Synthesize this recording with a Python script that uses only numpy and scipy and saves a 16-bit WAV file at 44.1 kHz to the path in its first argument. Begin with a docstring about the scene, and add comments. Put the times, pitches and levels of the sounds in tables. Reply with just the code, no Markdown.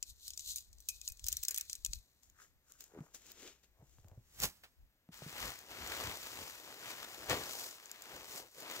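"""Folded aluminium poles clack and scrape at once, over a faint hiss and a light breeze on the microphone.
Place: deep snow that returns no echo; a camper packs a tent a few steps from two microphone ports.
Sleeves swish, creases tick and boots squeeze the snow; a stuff sack lands on a duffel; then the nylon tent is
lifted, gathered, shaken once and rolled up. Poles are noise bursts, struck and sliding; snow is groaning
sines with noise; cloth is grainy friction noise in three bands; the breeze is low noise."""
import sys
import numpy as np
from scipy import signal
from scipy.fft import rfft, irfft, next_fast_len
from scipy.io import wavfile
from scipy.ndimage import map_coordinates

SR = 44100
rng = np.random.default_rng(int(sys.argv[2]) if len(sys.argv) > 2 else 0)


def materialize(psi):
    """Save the field psi as 16-bit PCM at rate SR to the path in sys.argv[1].

    A 1-D psi becomes a single channel; in a 2-D psi each row is a channel.
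    """
    bounded = np.clip(np.atleast_2d(psi).T, -1, 1)
    quanta = np.round(bounded * 32767).astype(np.int16)
    wavfile.write(sys.argv[1], SR, quanta)


N = 388080


def amp(db):
    """Decibels to gain."""
    return 10 ** (np.asarray(db) / 20)


def unit(x):
    """Scale to rms 1."""
    return x / np.sqrt(np.mean(x ** 2) + 1e-20)


def along(points, hz):
    """Read a curve of (frequency [Hz], value) points on a log frequency axis."""
    f, v = np.transpose(points)
    return np.interp(np.log(hz + 1), np.log(f + 1), v)


def gains(rows, fade=0.0169):
    """A gain per sample for each dB column, closing within fade seconds outside the rows' span."""
    s, *columns = np.transpose(rows)
    t = np.arange(N) / SR
    gate = np.clip(1 + np.minimum(t - s[0], s[-1] - t) / fade, 0, 1)
    return np.array([gate * amp(np.interp(t, s, column)) for column in columns])


def swell(s, rise, t60):
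    """A gain that climbs to its peak at s by 60 dB per rise and falls by 60 dB per t60."""
    t = np.arange(N) / SR
    distance = np.maximum((s - t) / rise, (t - s) / t60)
    return amp(np.maximum(-60 * distance, -150))


def puffs(rows):
    """A gain with one smooth bump for each (time [s], length [s], level [dB])."""
    t = np.arange(N) / SR
    return sum(amp(db) * np.exp(-(2 * (t - s) / length) ** 2) for s, length, db in rows)


def wobble(rate):
    """A smooth random curve with rate knots a second."""
    knots = rng.standard_normal(int(N * rate / SR) + 4)
    return map_coordinates(knots, [np.arange(N) * rate / SR])


def filtered(x, response):
    """Multiply the spectrum of x by a real or complex response of frequency."""
    m = next_fast_len(x.shape[-1] + 8192)
    return irfft(rfft(x, m) * response(np.fft.rfftfreq(m, 1 / SR)), m)[..., :x.shape[-1]]


def add(track, s, sound):
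    """Mix a sound in at time s."""
    i = max(round(s * SR), 0)
    track[:, i:i + sound.shape[-1]] += sound[..., :N - i]


# level difference between the microphone ports: (frequency [Hz], left over right [dB])
PORT_BALANCE = [(60, 1.8), (400, 3), (1300, 4), (4400, 4.5), (7500, 7), (9500, 0), (12000, -4), (15000, -4)]
# likeness of the two ports: (frequency [Hz], correlation [0-1])
PORT_LIKENESS = [(60, .96), (300, .985), (1000, .93), (2500, .72), (7000, .66), (15000, .45)]


def ports(pair, spectrum, lead_ms=.14):
    """Colour two unrelated noises and hear them at both ports, the left one leading, at rms 1."""
    turn = lambda hz: np.arccos(np.clip(along(PORT_LIKENESS, hz), 0, 1)) / 2
    shared = lambda hz: amp(along(spectrum, hz)) * [np.cos(turn(hz)), np.sin(turn(hz))]
    mid, side = filtered(pair, shared)
    sign = np.array([[1], [-1]])
    level = lambda hz: amp(sign * along(PORT_BALANCE, hz) / 2)
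    delay = lambda hz: np.exp(1j * np.pi * sign * hz * lead_ms / 1000)
    return unit(filtered(np.array([mid + side, mid - side]), lambda hz: level(hz) * delay(hz)))


def noise():
    """Two unrelated white noises."""
    return rng.standard_normal((2, N))


def grains(rate, spread_db, life, share):
    """White friction noise; a share of its power comes in short grains, rate a second, of uneven size."""
    sizes = amp(spread_db * np.minimum(rng.standard_normal(N), 2)) ** 2
    hits = (rng.random(N) < rate / SR) * sizes
    power = signal.lfilter([1], [1, -np.exp(-1 / (life * SR))], hits)
    share = np.clip(share, 0, 1)
    return noise() * np.sqrt(1 - share + share * power / power.mean())


def cloth(friction, spectrum, lead_ms=0.15, rub_hz=900, hiss_hz=4000):
    """Cloth's three voices at rms 1: billowing panels, rubbing folds and hissing weave."""
    sheet = ports(friction, spectrum, lead_ms)
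    below = lambda hz, edge: 1 / (1 + (hz / edge) ** 6)
    billow = filtered(sheet, lambda hz: below(hz, rub_hz))
    hiss = filtered(sheet, lambda hz: 1 - below(hz, hiss_hz))
    rub = sheet - billow - hiss
    return np.array([unit(billow), unit(rub), unit(hiss)])


def blend(voices, levels):
    """Sum of the voices, each under its own gain curve."""
    return np.sum(voices * levels[:, None], axis=0)


# light breeze: (time [s], relative buffet level [dB])
BREEZE_LEVELS = [(0, -72), (.5, -64.5), (.8, -63.5), (1.5, -75.5), (1.85, -58.5), (2.1, -83.5),
                 (2.8, -77.5), (3.6, -77.5), (4.1, -64.5), (4.6, -77.5), (5.1, -84.5)]
# single eddies on the microphone: (time [s], length [s], relative level [dB])
EDDY_GUSTS = [(0.107, .04, -57), (.32, 0.036, -68), (1.11, 0.028, -54), (1.248, 0.029, -46),
              (1.326, 0.19, -55), (1.902, 0.029, -41.5), (1.965, .07, -50.5), (2.3, 0.091, -72),
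              (2.56, .05, -68), (4.44, 0.089, -53.5), (4.83, 0.083, -58)]
# wind buffet: (frequency [Hz], relative level [dB])
BUFFET_SPECTRUM = [(15, -9), (35, -3.5), (60, 3.5), (90, -9), (140, -23.5), (300, -40.5), (900, -120)]
# faint even hiss: (frequency [Hz], relative level [dB])
STILL_SPECTRUM = [(18, -41), (30, -5), (70, -2), (204, -8.5), (239, -9), (374, -12.5), (415, -12.5),
                  (740, -15), (1250, -17.5), (1760, -15), (9970, -26), (14000, -15.5), (16000, -32.5)]


def air(breeze_db=-2, gust_db=-1, lumpy_db=2.5, eddy_db=0, still_db=-78):
    """Eddies buffet the ports, partly each on its own, over a faint even hiss."""
    eddies = unit(filtered(noise(), lambda hz: amp(along(BUFFET_SPECTRUM, hz))))
    both = ports(noise(), BUFFET_SPECTRUM)
    buffet = unit(both + amp(eddy_db) * eddies) * amp([[2.3], [-2.3]])  # left louder
    breeze = amp(breeze_db + lumpy_db * wobble(14)) * gains(BREEZE_LEVELS, fade=.1)[0]
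    gusts = amp(gust_db) * puffs(EDDY_GUSTS)
    return (breeze + gusts) * buffet + amp(still_db) * ports(noise(), STILL_SPECTRUM)


# pole against pole: (time [s], relative level [dB], body decay t60 [s], brightness [dB])
POLE_CLACKS = [(.0265, -37, .036, -7.5), (.279, -38.5, .035, 4), (.3038, -41, .026, -2.5),
               (.334, -50.5, 0.068, -12), (.375, -40.5, .033, 1), (.393, -42.5, .059, -6),
               (.5588, -37, .11, 8), (.582, -40.5, .029, 1.5), (.7286, -56.5, 0.037, -1),
               (.7834, -58.5, 0.013, -1), (.803, -52.5, .041, 8), (.8866, -30.5, .073, 5.5),
               (1.0137, -43, .015, -5.5), (1.0767, -36, .033, -7.5), (1.0857, -37, .024, 17.5),
               (1.12, -47, .036, 6.5), (1.1939, -50.5, .022, -12), (1.2411, -41.5, .041, -3),
               (1.2651, -32.5, 0.019, 5), (1.2719, -41.5, 0.026, 0), (1.2835, -28.5, .033, 7.5),
               (1.3184, -40, .05, 0.5), (1.3262, -30, .025, 3), (1.3681, -34, .025, 0.5),
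               (1.4291, -40.5, .05, -8), (1.4341, -31, .019, 9), (1.4497, -37, .027, 2.5),
               (1.4827, -28, 0.036, 5), (1.5076, -35, .06, 6.5), (1.5439, -35, .051, 5.5),
               (1.5614, -35.5, .01, 8), (1.5758, -29, .017, 5.5), (1.5819, -28.5, .01, 15.5),
               (1.6098, -32.5, .02, 7.5), (1.6965, -39, .05, -4), (1.7296, -32.5, .01, -1),
               (1.752, -43.5, .044, 0.5), (1.8477, -31, 0.028, 1), (1.8611, -32.5, .015, -2.5),
               (1.9328, -32, 0.013, -4)]


def contacts(count=16, first_s=1.02, last_s=1.72, mean_db=-53, spread_db=6, t60=.028):
    """The firm clacks, and light touches at random times while the bundle is shuffled."""
    touches = []
    for u, v in rng.random((count, 2)):
        s = first_s + u * (last_s - first_s)
        touches.append((s, mean_db + spread_db * (2 * v - 1), t60, 0))
    return list(POLE_CLACKS) + touches


# struck metal: (frequency [Hz], relative level [dB])
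METAL_SPECTRUM = [(180, -47), (300, -23.5), (392, -43.5), (593, -36.5), (900, -44.5), (1480, -37),
                  (2320, -15), (3030, -6), (4440, -2.5), (6200, 3.5), (7080, 2.5), (10000, -6),
                  (13500, -4.5), (14700, -10.5), (16000, -6)]
# buzzing tubes: (centre [Hz], width [Hz], relative level [dB])
TUBE_MODES = [(2517, 88, 17.5), (5240, 180, -4.5), (7130, 260, -13), (11960, 350, -20.5), (14510, 400, -7)]
# the hand loosens and lets the tubes buzz, or clamps them so that the bundle knocks:
# (time [s], buzz relative to clack [dB], knock relative to clack [dB])
HAND_GRIP = [(0, -36, -50), (.8, -44, -52), (.87, -22, -57), (1.08, -32.5, -44.5), (1.2, -42, -35),
             (1.45, -46.5, -35.5), (1.51, -44, -23), (1.57, -40.5, -33), (2, -39, -49)]


def pole_clacks(level_db=2, attack=0.0014, crack_db=0, crack_t60=0.0064, body_db=-2.5, rattle_db=-24,
                rattle_t60=0.11, ring_t60=0.21, bright_hz=9500, knock_t60=0.21,
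                echo_min_s=.0004, echo_max_s=.0014, echo_share=.6):
    """Each contact is a hard crack, damped by the grip; the tubes touch, so they buzz rather than sing."""
    out, t = np.zeros((2, N)), np.arange(SR // 4) / SR
    metal = ports(noise(), METAL_SPECTRUM)
    top = filtered(metal, lambda hz: 1 / (1 + (bright_hz / (hz + 1)) ** 8))
    knock_spectrum = [(150, -26.5), (330, -10.5), (600, -10), (900, -15.5), (1800, 0.0), (2600, 1.0), (4000, -19)]
    knocking = ports(noise(), knock_spectrum)
    modes = lambda f: sum(amp(db) / (1 + (2 * (f - hz) / width) ** 2) for hz, width, db in TUBE_MODES)
    buzz = unit(filtered(noise(), modes)) * amp([[2], [-2]])  # left louder
    grip_s, buzz_db, knock_db = np.transpose(HAND_GRIP)
    onset = np.minimum(t / attack, 1)
    crack = amp(crack_db - 60 * np.abs(t - attack) / crack_t60)
    rows = contacts()
    spots = rng.random(len(rows))
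    for k, (s, db, t60, bright_db) in enumerate(rows):
        part = slice(k * SR // 10, k * SR // 10 + len(t))  # a fresh stretch of noise
        burst = unit(metal[:, part] + (amp(bright_db) - 1) * top[:, part])
        # the wave returns from the tube's end: each spot has its own colour
        lag = round(SR * (echo_min_s + (echo_max_s - echo_min_s) * spots[k]))
        burst = unit(burst + echo_share * np.roll(burst, lag))
        body = amp(body_db - 60 * t / t60)
        rattle = amp(rattle_db - 60 * t / rattle_t60)
        ring = buzz[:, part] * amp(np.interp(s, grip_s, buzz_db) - 60 * t / ring_t60)
        knock = knocking[:, part] * amp(np.interp(s, grip_s, knock_db) - 60 * t / knock_t60)
        struck = burst * (crack + body + rattle) + ring + knock
        add(out, s, onset * amp(db + level_db) * struck)
    return out


# poles sliding in the bundle: (peak time [s], rise [s], decay t60 [s], level [dB])
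POLE_SLIDES = [(.1, 0.23, 0.098, -52), (.265, 0.29, 0.31, -50.5), (.405, 0.075, 0.11, -53.5),
               (.51, 0.29, 0.16, -40), (.58, 0.18, 0.28, -52.5), (.96, 0.59, 0.17, -56),
               (1.06, 0.19, 0.26, -52.5), (1.32, 0.5, 1.94, -53), (1.6, 0.28, 0.1, -55.5),
               (1.72, 0.19, 0.11, -56), (1.95, 0.26, 0.16, -54)]
# scraped tubes: (frequency [Hz], relative level [dB])
SCRAPE_SPECTRUM = [(290, -74.5), (500, -45), (1550, -41), (2570, -23.5), (4030, -3.5), (5090, -10.5),
                   (6700, -5.5), (9920, -15.5), (10700, -13), (12000, -11), (13300, -14.5), (14700, -10.5),
                   (16000, -26.5)]


def pole_slide(level_db=0, tick_db=-6):
    """Tubes scrape along one another in a dense rasp of tiny catches, with a few sharper ticks."""
    rasp = grains(rate=900, spread_db=3, life=.001, share=.4)
    ticks = grains(rate=70, spread_db=3, life=.0007, share=1)
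    strokes = sum(amp(db) * swell(s, rise, t60) for s, rise, t60, db in POLE_SLIDES)
    return amp(level_db) * strokes * ports(rasp + amp(tick_db) * ticks, SCRAPE_SPECTRUM)


# a sleeve or the sack brushing past:
# (peak time [s], rise [s], decay t60 [s], relative hiss level [dB], billow and rub over hiss [dB])
SLEEVE_SWISHES = [(2.238, 0.069, 0.28, -66, -17), (2.42, 0.17, 0.23, -59.5, -12.5),
                  (2.71, 0.2, 0.47, -64.5, -14.5), (2.81, 0.077, 0.28, -57, -11.5),
                  (3.05, 0.54, 0.24, -71, -26), (3.148, 0.026, 0.098, -47, -13),
                  (3.3, 0.54, 0.17, -59, -7.5), (3.4, 0.18, 0.47, -63, -7), (3.48, 0.51, 0.24, -59, -0.5),
                  (3.635, 0.02, 0.13, -68, -3.5), (3.93, 0.61, 1, -71, -11), (4.36, 0.33, .3, -64.5, -13)]
# jacket cloth: (frequency [Hz], relative level [dB])
JACKET_SPECTRUM = [(100, -4), (400, 8.5), (1000, -10), (2200, -8), (4300, -2.5), (7000, 11.5), (9500, -1),
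                   (12000, 0.5), (15000, -1)]


def clothes(billow_db=-5, rub_db=2, hiss_db=-1):
    """Jacket sleeves and the sack swish: fabric friction in short, uneven grains."""
    friction = grains(rate=300, spread_db=6, life=.001, share=.27)
    voices = cloth(friction, JACKET_SPECTRUM, lead_ms=.06)
    levels = 0
    for s, rise, t60, db, body_db in SLEEVE_SWISHES:
        levels = levels + amp([[db + body_db], [db + body_db], [db]]) * swell(s, rise, t60)
    return blend(voices, levels * amp([[billow_db], [rub_db], [hiss_db]]))


# stiff creases snapping over: (time [s], relative level [dB])
CREASE_SNAPS = [(2.233, -59), (2.2989, -61), (2.7211, -54), (2.8073, -44), (2.84, -50), (3.1458, -55),
                (3.2656, -54), (3.318, -45), (4.0837, -61), (4.4014, -35), (4.4205, -37.5), (4.4351, -30.5),
                (4.4547, -39), (5.1746, -54.5), (5.5895, -48), (5.7018, -57.5), (5.8745, -41),
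                (7.2976, -33), (7.7099, -51), (7.8578, -51), (7.915, -42), (8.0214, -44), (8.604, -45.5),
                (8.7134, -48)]
# snapping creases, in the tent's crinkle too: (frequency [Hz], relative level [dB])
CREASE_SPECTRUM = [(300, -36), (1500, -8.5), (4000, 0), (6000, 4), (7200, 12.5), (9500, -24), (12000, 1.5),
                   (15000, 2.5)]


def creases(level_db=7, tail_db=-26, tail_t60=.08):
    """A taut crease flips with a dry tick and shivers the cloth around it."""
    shape, t = np.zeros((1, N)), np.arange(SR // 10) / SR
    tick = amp(-60 * t / .01)
    shiver = amp(tail_db - 60 * t / tail_t60)
    for s, db in CREASE_SNAPS:
        add(shape, s, amp(db + level_db) * (tick + shiver))
    return shape * ports(noise(), CREASE_SPECTRUM)


# boots dragged through snow:
# (peak time [s], rise [s], decay t60 [s], level [dB], resonance [Hz], half width [octaves])
BOOT_SCUFFS = [(2.405, 0.14, 0.21, -61, 1490, 0.35), (2.7, .2, 0.77, -75.5, 1365, 0.24),
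               (2.98, 0.42, 0.55, -63, 590, 1.25), (3.455, 0.2, 0.087, -54, 363, 0.43),
               (3.82, 0.28, 0.25, -71.5, 490, 0.89), (4.12, 0.38, 0.26, -66.5, 496, 0.65)]


def scuffs(level_db=0):
    """A sole ploughs through the crystals, which rasp in one broad resonance."""
    out = np.zeros((2, N))
    friction = grains(rate=110, spread_db=0.5, life=0.0008, share=0.57)
    rasp = ports(friction, [(100, 0), (4000, 0)])
    for s, rise, t60, db, hz, width in BOOT_SCUFFS:
        edges = np.clip(hz * np.exp2([-width, width]), 20, SR / 3)
        band = signal.sosfilt(signal.butter(2, edges, "bandpass", fs=SR, output="sos"), rasp)
        out += amp(db + level_db) * swell(s, rise, t60) * unit(band)
    return out


# a boot's weight packing the snow:
# (time [s], length [s], level of the last slip [dB], first pitch [Hz], last pitch [Hz])
BOOT_STEPS = [(2.938, 0.036, -42.5, 410, 390), (2.986, 0.0197, -36, 235, 151), (3.794, .03, -50, 95, 135),
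              (3.985, .06, -47.5, 100, 91), (4.115, .06, -43, 94.5, 115), (5.083, 0.0067, -43, 167, 174),
              (5.221, .04, -36.5, 140, 149)]


def slips(cycles_per_slip=5, load_db=4, grit_db=-8, grit_fade_db=4.5):
    """Snow gives way every few cycles of its groan, louder and less gritty: (s, dB, Hz, grit dB)."""
    for s, length, db, first_hz, last_hz in BOOT_STEPS:
        count = 1 + round(length * (first_hz + last_hz) / 2 / cycles_per_slip)
        for left in np.linspace(0, 1, count):  # the share of the step still to come
            hz = last_hz + (first_hz - last_hz) * left
            yield s + length * (1 - left), db - load_db * left, hz, grit_db - grit_fade_db * (1 - left)


def boots(level_db=0, cycles=5, crunch_db=-2, crunch_t60=0.012, settle_db=-18, settle_t60=.12):
    """Snow collapses in slips: a low, quickly damped groan, a crunch of crystals and a dull settling."""
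    out, t = np.zeros((2, N)), np.arange(SR // 5) / SR
    snapping = grains(rate=300, spread_db=4, life=.0012, share=.55)
    crunch = ports(snapping, [(100, -21), (400, 18.5), (1500, -2), (2500, -20.0), (6000, -33.5)])
    settle = ports(noise(), [(30, -29.0), (120, 6.5), (350, 1), (800, -19), (2500, -42.5)])
    for s, db, hz, grit_db in slips():
        part = slice(round(s * SR), round(s * SR) + len(t))
        damping = amp(-30 * t * hz / cycles)  # 30 dB in so many cycles
        groan = np.sin(2 * np.pi * hz * t) * damping * np.minimum(t * hz * 2, 1)
        crystals = crunch[:, part] * amp(grit_db + crunch_db - 60 * t / crunch_t60)
        settling = settle[:, part] * amp(settle_db - 60 * t / settle_t60)
        add(out, s, amp(db + level_db) * (groan + crystals + settling))
    return out


# cloth struck or shaken: (peak time [s], rise [s], decay t60 [s],
# billow level [dB], rub level [dB], hiss level [dB], thump level [dB]), the first three before the side's tilt
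CLOTH_SLAPS = [(4.442, 0.12, 0.11, -45.5, -38, -30.5, -41), (4.45, 0.61, 0.8, -78, -66.5, -60, -72),
               (4.637, 0.0079, 0.094, -66, -52.5, -59.5, -79),
               (7.308, 0.083, 0.29, -36.5, -33.5, -38.5, -41)]
# nylon, for the tent too: (frequency [Hz], relative level [dB])
NYLON_SPECTRUM = [(40, -33), (120, -10), (200, -9.5), (320, -2), (450, -1), (800, -2.5), (1300, -4.5),
                  (2000, -4.5), (3000, -5), (4300, -5.5), (7200, -7.5), (9200, -11.5), (11500, -11.5),
                  (15000, -10.5)]


def slaps(level_db=0):
    """The sack lands on the duffel to the right, the tent cracks taut on the left: each crumples and thumps."""
    out = np.zeros((2, N))
    crumple = grains(rate=600, spread_db=3.5, life=.001, share=.35)
    on_left = cloth(crumple, NYLON_SPECTRUM)
    on_right = cloth(crumple, NYLON_SPECTRUM, lead_ms=-.14) * amp([[-3], [3]])
    thump = ports(noise(), [(20, -19.0), (60, -3), (120, 1), (220, -4.5), (400, -20), (2000, -95.5)])
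    for s, rise, t60, *levels, thump_db in CLOTH_SLAPS:
        voices = on_right if s < 5 else on_left  # the sack comes first
        body = amp(level_db) * blend(voices, amp(levels)[:, None]) + amp(thump_db) * thump
        out += body * swell(s, rise, t60)
    return out


# how hard the nylon is worked in each move, in order:
# (time [s], relative rub level [dB], billow over rub [dB], hiss over rub [dB])
LIFT_MOVE = [(5.13, -61.5, -15, 3.5), (5.17, -61.5, -14, 3.5), (5.32, -57, -7.0, 2),
             (5.43, -44.5, -10.5, -2), (5.5, -52.5, -4.5, 1.5), (5.57, -59, -12, 2.5),
             (5.65, -65.0, -2.5, 1.5)]
GATHER_MOVE = [(5.72, -55, -5, 0.5), (5.82, -50, -7, -3.5), (5.93, -48, -4, 0.5), (6.05, -47, -3, 0),
               (6.2, -54.5, -8.5, 3.5), (6.4, -53.5, -4.5, 3), (6.52, -56.5, -9, 3), (6.63, -60, -2, 1.5)]
FOLD_MOVE = [(6.71, -55.5, -3.5, 0), (6.76, -60, -5, 1.5), (6.89, -49.5, -10, -0.5), (6.96, -54.5, -7.5, 2),
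             (7.03, -54.5, -7, 0), (7.15, -57, -3.5, 3), (7.25, -57, -3, 1.5)]
SETTLE_MOVE = [(7.4, -50, -1.5, 2.5), (7.52, -52.5, -5.5, 5), (7.63, -56, -1.5, 10.5), (7.79, -64, -7.5, 3),
               (8.02, -61, -7.5, 0)]
ROLL_MOVE = [(8.15, -55, -0.5, 0), (8.24, -60.5, -4.5, 3.5), (8.39, -56.5, -1.5, 9.5), (8.44, -65, 4, 2.5),
             (8.51, -74.5, -9, 7.5), (8.6, -59, 1, 6.5), (8.66, -54.5, -3, -2.0), (8.72, -49, -6.5, -1),
             (8.792, -53, -3, 4)]
# a hanging panel flaps: (time [s], length [s], level [dB])
PANEL_FLAPS = [(5.46, 0.06, -56.5), (5.82, 0.078, -57), (6.08, 0.077, -52), (6.41, 0.076, -61.5),
               (7.34, 0.22, -60), (8.17, 0.098, -69), (8.36, 0.19, -70), (8.77, 0.13, -77)]
# air shoved by the panels: (frequency [Hz], relative level [dB])
WAFT_SPECTRUM = [(15, -51), (45, 5), (120, 4), (180, -3.5), (260, -4.5), (700, -42)]


def tent(billow_db=0, rub_db=1, hiss_db=1.0, flutter_db=1.22, shove_db=-11, shove_fade_db_per_s=4.5,
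         flap_db=0, crinkle_db=-13):
    """Wide panels slide over each other and shove the air; small folds buckle as the cloth flutters."""
    moves = np.vstack([LIFT_MOVE, GATHER_MOVE, FOLD_MOVE, SETTLE_MOVE, ROLL_MOVE])
    s, work_db, full_db, bright_db = moves.T
    push_db = work_db - shove_fade_db_per_s * (s - s[0])  # less air is shoved as the bundle shrinks
    curves = np.transpose([s, work_db + full_db, work_db, work_db + bright_db, push_db])
    *voices, push = gains(curves)
    flutter = amp(flutter_db * np.array([wobble(70), wobble(45), wobble(30) / 2]))
    levels = np.array(voices) * flutter * amp([[billow_db], [rub_db], [hiss_db]])
    buckling = grains(rate=260, spread_db=4, life=.0007, share=.36)
    sheet = blend(cloth(buckling, NYLON_SPECTRUM), levels)
    # the odd stiffer fold stands out of the hiss
    snaps = grains(rate=35, spread_db=2.5, life=.0004, share=1)
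    crinkle = amp(crinkle_db) * levels[2] * ports(snaps, CREASE_SPECTRUM)
    push_and_flaps = amp(shove_db) * push + amp(flap_db) * puffs(PANEL_FLAPS)
    return sheet + crinkle + push_and_flaps * ports(noise(), WAFT_SPECTRUM)


def scene():
    """Everything is heard dry across the snow."""
    poles = pole_clacks() + pole_slide()
    steps = scuffs() + boots()
    fabric = clothes() + creases() + slaps() + tent()
    return air() + poles + fabric + steps


def record(dry, top_hz=15750):
    """The microphone's track keeps nothing from its band limit upward."""
    return filtered(dry, lambda hz: hz < top_hz)


dry = scene()
out = record(dry)
materialize(out)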